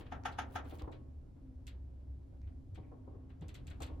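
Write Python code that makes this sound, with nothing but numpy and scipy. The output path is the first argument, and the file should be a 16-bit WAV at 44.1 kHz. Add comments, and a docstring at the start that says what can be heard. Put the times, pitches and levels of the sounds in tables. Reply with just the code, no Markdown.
"""Inside a small lift coming to rest

The car rumbles, hums and bumps softly while its mechanism whirs. Behind the steel panels a latch
strikes and bounces four times, setting the metal ringing. Relays (electric switches) click, the door
gear gives dull knocks and a light spring rings. A few tiny dry ticks and a faint rustle sound close by."""
import sys
import numpy as np
from scipy import signal
from scipy.fft import rfft, irfft
from scipy.io import wavfile
from scipy.ndimage import uniform_filter1d

SR = 44100
rng = np.random.default_rng(int(sys.argv[2]) if len(sys.argv) > 2 else 0)


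def wav_record(signal):
    """Record a signal, one row per channel, as 16-bit PCM in the file named by sys.argv[1]."""
    frames = np.transpose(np.atleast_2d(signal))
    bounded = np.clip(frames, -1, 1)
    # unit amplitude maps onto the largest positive 16-bit level
    quanta = np.round(bounded * 32767).astype(np.int16)
    wavfile.write(sys.argv[1], SR, quanta)


N = 176400
TIME = np.arange(N) / SR
AGE = TIME[:SR // 2]  # seconds since the start of one short sound


def from_db(db):
    """Turn decibels (dB) into a number to multiply a sound by."""
    return 10 ** (np.asarray(db) / 20)


def rms_one(x):
    """Scale a signal so that its average strength (rms) is 1."""
    return x / np.sqrt(np.mean(x ** 2) + 1e-20)


def at_hz(points, hz):
    """Read between the rows of a frequency table, with octaves evenly spaced."""
    freqs, values = np.transpose(points)
    return np.interp(np.log(np.maximum(hz, 1)), np.log(freqs), values)


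def level(points):
    """Join rows of seconds and dB into a volume curve."""
    return from_db(np.interp(TIME, *np.transpose(points)))


def pan(db):
    """Two volumes that make the left side db decibels louder than the right."""
    return from_db(np.array([[db], [-db]]) / 2)


def add(out, start_s, sound):
    """Mix a sound in at the given time."""
    i = int(start_s * SR)
    first = max(i, 0)
    out[:, first:i + sound.shape[1]] += sound[:, first - i:N - i]


def drift(size, count):
    """A smooth random curve that changes over about count steps."""
    return rms_one(uniform_filter1d(uniform_filter1d(rng.standard_normal(size), count), count))


def noise(colour, size):
    """Stereo noise; its colour says how strong each frequency is compared with the others."""
    # Each row: frequency in Hz, how alike left and right are (1 the same, 0 unrelated, -1 opposite).
    likeness = [(40, 0.96), (90, 1), (150, 0.76), (280, 0.37), (500, 0.39), (1000, -0.11), (4000, 0.58),
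                (9000, -0.27), (14000, 0.68)]
    hz = np.fft.rfftfreq(size, 1 / SR)
    mid, side = rfft(rng.standard_normal((2, size)))
    alike = np.clip(at_hz(likeness, hz), -.999, .999)
    both = np.sqrt(1 + alike) * mid + np.sqrt(1 - alike) * side * [[1], [-1]]
    return rms_one(irfft(both * from_db(at_hz(colour, hz)), size))


def ring_out(x, tilt_db, pivot_hz):
    """Let noise die away in the car, high notes first; tilt_db brightens it around pivot_hz."""
    # Each row: frequency in Hz, seconds the car's ringing takes to fade by 60 dB.
    fade_times = [(200, 0.81), (800, 0.46), (2100, 0.2), (5500, 0.15), (14000, 0.097)]
    hz, spectrum, out = np.fft.rfftfreq(len(AGE), 1 / SR), rfft(x), 0
    for centre in 62.5 * 2 ** np.arange(9):
        band = np.maximum(1 - abs(np.log2((hz + 1) / centre)), 0)
        octave = irfft(spectrum * band, len(AGE))
        even_start = np.std(octave) / np.std(octave[:, :SR // 35])  # begin at average strength
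        fade_db = 60 * AGE / at_hz(fade_times, centre)
        out = out + even_start * octave * from_db(tilt_db * np.log2(centre / pivot_hz) - fade_db)
    return out


def blow(rise_s, burst_s, tail_db):
    """The volume curve of a hit: it rises, peaks, then drops to the level of its tail."""
    tail = from_db(tail_db)
    burst = np.exp(-(np.maximum(AGE - rise_s, 0) / burst_s) ** 2)
    return np.minimum(AGE / rise_s, 1) * (tail + (1 - tail) * burst)


def rumble():
    """The deep, unbroken rumble of the car."""
    # Each row: frequency in Hz, relative strength in dB.
    colour = [(15, -17.5), (28, -8), (45, -5.5), (73, 0), (95, -5), (125, -9), (185, -22), (290, -18),
              (450, -34.5), (700, -36.5), (1100, -50.5), (2200, -56.5), (5000, -59.5), (12000, -65.5),
              (16000, -100)]
    # Each row: time in seconds, level in dB.
    loudness = [(0, -51.5), (2.0, -52), (2.6, -51), (3.3, -53.5), (3.65, -48.5)]
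    return noise(colour, N) * level(loudness)


def whir():
    """The mechanism runs unevenly, heard through panels that boost many narrow bands of its sound."""
    # Each row: frequency in Hz, relative strength in dB.
    colour = [(120, -13.5), (200, -4.5), (300, 3.5), (450, -5.5), (700, -9), (1000, -15), (1500, -23),
              (3000, -35.5), (8000, -57)]
    # Each row: time in seconds, level in dB.
    loudness = [(0, -53.5), (0.1, -64.5), (0.7, -56), (1.0, -68.5), (1.3, -67.5), (2.65, -70), (2.95, -66),
                (3.35, -67), (3.65, -62.5), (4, -65.5)]
    ripple_db, uneven_db = 3.5, 1.8
    spectrum = rfft(noise(colour, N))
    panels = from_db(ripple_db * drift(spectrum.shape[1], count=60))
    unevenness = from_db(uneven_db * drift(N, count=SR // 40))
    return rms_one(irfft(spectrum * panels, N) * unevenness) * level(loudness)


def hum(pitch, loudness, wander_hz, rough):
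    """A tone that wanders around its pitch curve and wavers in strength."""
    wander, waver = drift(N, count=SR // 30), drift(N, count=SR // 30)
    hz = np.interp(TIME, *np.transpose(pitch)) + wander_hz * wander
    tone = np.sqrt(2) * np.sin(2 * np.pi * np.cumsum(hz) / SR)
    return level(loudness) * (1 + rough * waver) * tone


def drive_hums():
    """The drive makes two hums: a higher one from the panels and a low one from the motor."""
    # Each row: time in seconds, pitch in Hz.
    panel_pitch = [(0, 261)]
    motor_pitch = [(0.9, 75), (1.6, 66), (2.35, 65), (2.7, 82), (3.5, 77.5)]
    # Each row: time in seconds, level in dB.
    panel_loudness = [(0, -73), (0.1, -69), (1.1, -68.5), (1.3, -80), (1.49, -54), (1.7, -72.5),
                      (2.37, -76.5), (2.57, -62), (2.8, -69), (3.0, -60.5), (3.3, -65.5), (3.602, -74.5),
                      (3.8, -61.5), (3.93, -53.5), (4, -60)]
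    motor_loudness = [(0, -55.5), (0.6, -53), (1.3, -61), (1.7, -52.5), (2.102, -48.5), (2.501, -56.5),
                      (3.35, -61.5), (3.5, -49.5), (4, -55.5)]
    panel = hum(panel_pitch, panel_loudness, wander_hz=2.44, rough=0.36)
    motor = hum(motor_pitch, motor_loudness, wander_hz=1.3, rough=0.14)
    return panel + motor


def bumps():
    """Soft bumps: the whole car booms for a few vibrations."""
    # Each row: start in seconds, level in dB, pitch in Hz.
    booms = [(0.823, -38.5, 61), (2.425, -41.5, 74.4), (2.456, -37, 78.3), (2.719, -38.5, 84.7),
             (3.407, -43.5, 155.7), (3.748, -38.5, 63.6)]
    rise_s = 0.016
    swell = (AGE / rise_s * np.exp(1 - AGE / rise_s)) ** 2
    out = np.zeros((2, N))
    for start_s, db, hz in booms:
        boom = swell * np.sin(2 * np.pi * hz * AGE)
        add(out, start_s, from_db(db) * boom[None])
    return out


def rustle():
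    """A faint, grainy rustle close by: noise whose level flickers quickly."""
    # Each row: frequency in Hz, relative strength in dB.
    colour = [(800, 3.5), (3000, 3), (5500, -5.5), (8000, -6), (11000, -1.5), (13000, -8.5), (15000, -3)]
    # Each row: time in seconds, level in dB before the flicker.
    loudness = [(0, -63), (0.04, -91), (0.47, -90.5), (0.56, -62.5), (0.62, -101), (0.70, -66.5),
                (0.73, -78), (0.755, -69), (0.80, -80), (0.95, -110)]
    flicker_db = 4.2 * rms_one(uniform_filter1d(rng.standard_normal(N), size=120))
    return noise(colour, N) * level(loudness) * from_db(flicker_db)


def ticks():
    """Tiny dry ticks close by, each a very short burst of noise."""
    # Each row: start in seconds, level in dB.
    bursts = [(0.2368, -45), (0.51, -58), (0.698, -68), (0.821, -44.5), (2.417, -60)]
    # Each row: frequency in Hz, relative strength in dB.
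    colour = [(800, 22), (3000, -1), (6500, 5), (10000, -21), (16000, -19)]
    fade_s = 0.0013
    out = np.zeros((2, N))
    for start_s, db in bursts:
        add(out, start_s, from_db(db) * noise(colour, len(AGE)) * np.exp(-AGE / fade_s))
    return out


def spring():
    """A light spring in the door gear rings at many close pitches that blur into a faint twang."""
    # Each row: start in seconds, level in dB.
    twangs = [(2.417, -76.5), (2.82, -74)]
    # Each row: frequency in Hz, relative strength in dB.
    colour = [(1300, -15), (1950, -4), (2420, -2), (2900, -18), (6000, -38)]
    rise_s, fade_s = .015, 0.054
    shape = np.minimum(AGE / rise_s, 1) * np.exp(-AGE / fade_s)
    out = np.zeros((2, N))
    for start_s, db in twangs:
        add(out, start_s, from_db(db) * noise(colour, len(AGE)) * shape)
    return out


def gear_ring():
    """The struck door gear rings with its own few tones, a little differently each time."""
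    # Each row: pitch in Hz, relative strength in dB, seconds to fade by 60 dB.
    tones = [(305.7, -6, .7), (760, -15.5, 0.38), (934, -18, 0.66), (1097, -22.5, 0.98)]
    out = 0
    for hz, db, fade_s in tones:
        strength = from_db(db + rng.normal(0, 1.7) - 60 * AGE / fade_s)
        phase = 2 * np.pi * (hz * AGE + rng.random())
        side_shift = rng.normal(0, .5, (2, 1))  # left and right are slightly out of step
        out = out + strength * np.sin(phase + side_shift)
    return out


def knocks():
    """Padded parts of the door gear meet with dull thuds, heard through the wall."""
    # Each row: start in seconds, level in dB, brightness in dB per octave.
    hits = [(0.001, -51.5, -0.5), (0.541, -53.5, 4), (0.721, -47.5, 1.5), (0.811, -47, 2),
            (0.839, -58, 6.5), (0.874, -45, 2.5), (2.775, -51, -3), (2.916, -51, -0.5),
            (3.074, -51.5, -2.5), (3.145, -55, -3.5), (3.421, -52, -3), (3.803, -45, 4), (3.896, -50, -0.5)]
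    # Each row: frequency in Hz, relative strength in dB.
    colour = [(100, 8.5), (200, 0), (300, 4), (480, 4), (750, -1), (1100, -5.5), (1550, -20), (2300, -33.5),
              (6000, -62)]
    shape = blow(rise_s=.003, burst_s=.02, tail_db=-4.5)
    out = np.zeros((2, N))
    for start_s, db, tilt_db in hits:
        thud = ring_out(noise(colour, len(AGE)), tilt_db, pivot_hz=504)
        add(out, start_s, from_db(db) * (thud + gear_ring()) * shape)
    return out * pan(db=1.5)


def relays():
    """A bright snap comes straight from each relay's contact; its casing and the walls then echo it."""
    # Each row: start in seconds, echo level in dB, echo brightness in dB per octave, snap level in dB.
    clicks = [(0.001, -57.5, -5, -67), (0.056, -60.5, -6, -83), (0.316, -55.5, 1.5, -70),
              (0.646, -62, -6.5, -72), (0.701, -57.5, -4, -70), (0.785, -54, -0.5, -67),
              (0.917, -56.5, -3.5, -68.5), (1.6684, -51.5, 1.5, -52), (2.464, -72, -8.5, -92),
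              (2.747, -58.5, -2.5, -65.5), (3.293, -67, -7, -81), (3.411, -60, -3.5, -70),
              (3.4824, -55.5, -1.5, -58), (3.543, -52, 0.5, -53.5), (3.6693, -54.5, -0.5, -56),
              (3.702, -55.5, -5.5, -62.5), (3.804, -56, -6.5, -57), (3.8208, -45, 2, -44.5),
              (3.865, -57.5, -3, -62.5), (3.93, -76.5, -9, -93)]
    # Each row: frequency in Hz, relative strength in dB.
    snap_colour = [(800, -31), (3000, -3), (5500, -9), (7800, 1.5), (10000, -17.5), (12500, -6.5),
                   (16000, -60)]
    echo_colour = [(300, -18.5), (1200, -8), (2000, -2.5), (2600, -1), (3500, -1), (4400, -4.5),
                   (5200, -13.5), (8000, -19.5), (11000, -25), (16000, -34)]
    crack_fade_s, shimmer_fade_s, left_delay_s = 0.0018, 0.014, .00004
    echo_delay_s, echo_width_s = .012, 0.0037
    echo_peak = np.exp(-((AGE - echo_delay_s) / echo_width_s) ** 2)
    echo_tail = from_db(-3.5) * np.minimum(AGE / echo_delay_s, 1)
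    echo_shape = np.maximum(echo_peak, echo_tail)
    out = np.zeros((2, N))
    for start_s, echo_db, tilt_db, snap_db in clicks:
        crack = noise(snap_colour, len(AGE))[0] * np.exp(-AGE / crack_fade_s)
        snap = np.stack([np.interp(AGE - left_delay_s, AGE, crack), crack])
        shimmer = from_db(-6.5) * noise(snap_colour, len(AGE)) * np.exp(-AGE / shimmer_fade_s)
        echo = ring_out(noise(echo_colour, len(AGE)), tilt_db, pivot_hz=3100) * echo_shape
        add(out, start_s, from_db(snap_db) * (snap + shimmer) + from_db(echo_db) * echo)
    return out * pan(db=1.6)


def latch():
    """The latch scrapes, strikes and bounces once; every strike rings the same tones in the metal."""
    # Each row: time of the strike in seconds, level in dB, brightness in dB per octave.
    strikes = [(0.118, -43, -3), (0.2513, -37, 0), (0.3832, -38, 0.5), (0.5539, -38.5, -0.5)]
    # The tones of the latch and its panel. 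Each row: pitch in Hz, relative strength in dB.
    tones = [(236, -17), (264, -14), (296, -13), (472, -19), (507, -19), (706, -11), (738, -11), (780, -15),
             (818, -10), (874, -8), (926, -11), (1120, -19), (1264, -11), (1335, -13), (1358, -8),
             (1477, -15), (1542, -14), (1590, -15), (1705, -16), (1817, -8), (2112, -21), (2920, -19),
             (3544, -19), (6540, -25)]
    # The noisy part of a clack. Each row: frequency in Hz, relative strength in dB.
    colour = [(150, -10), (280, -17), (400, -13.5), (560, -8), (780, 1), (1040, -6), (1370, -0.5),
              (2400, -7), (3500, -10), (4400, -20.5), (6600, -15), (7800, -30.5), (11000, -25),
              (16000, -58)]
    scrape_rise_s, bounce_delay_s = 0.0054, .031
    out = np.zeros((2, N))
    body = noise(colour, len(AGE))  # shared by all the clacks
    phases = rng.uniform(0, 2 * np.pi, (len(tones), 1, 1))
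    phases = phases + rng.normal(0, 0.64, (len(tones), 2, 1))  # left and right slightly out of step
    for start_s, db, tilt_db in strikes:
        variation = .7 * noise(colour, len(AGE))
        clatter = ring_out(rms_one(body + variation), tilt_db, pivot_hz=970)
        clatter *= blow(rise_s=0.0065, burst_s=0.016, tail_db=-4.0)
        ring = 0
        for (hz, tone_db), phase in zip(tones, phases):
            strength_db = tone_db + rng.normal(0, 1) + tilt_db * np.log2(hz / 900)
            fade_s = 0.22 * (hz / 1000) ** -0.44  # higher tones die sooner
            ring += from_db(strength_db - 60 * AGE / fade_s) * np.sin(2 * np.pi * hz * AGE + phase)
        ring *= from_db(3.5) * blow(rise_s=0.0069, burst_s=0.0056, tail_db=-3.5)
        scrape = from_db(-19) * noise(colour, len(AGE)) * np.exp(-AGE[::-1] / scrape_rise_s)
        bounce = ring_out(noise(colour, len(AGE)), tilt_db - 2.5, pivot_hz=905)
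        bounce *= from_db(-10) * blow(rise_s=0.0035, burst_s=0.025, tail_db=-10.5)
        add(out, start_s - AGE[-1], from_db(db) * scrape)  # swells right up to the strike
        add(out, start_s, from_db(db) * (clatter + ring))
        add(out, start_s + bounce_delay_s, from_db(db) * bounce)
    return out * pan(db=1.0)


def scene():
    """Everything heard in the car, added together."""
    background = drive_hums() + rumble() + whir()
    return background + latch() + relays() + knocks() + spring() + bumps() + rustle() + ticks()


def record(dry):
    """Cut away the very highest treble with a steep filter."""
    cutoff_hz = 15900
    return signal.sosfilt(signal.ellip(10, .1, 80, cutoff_hz, fs=SR, output="sos"), dry)


dry = scene()
out = record(dry)
wav_record(out)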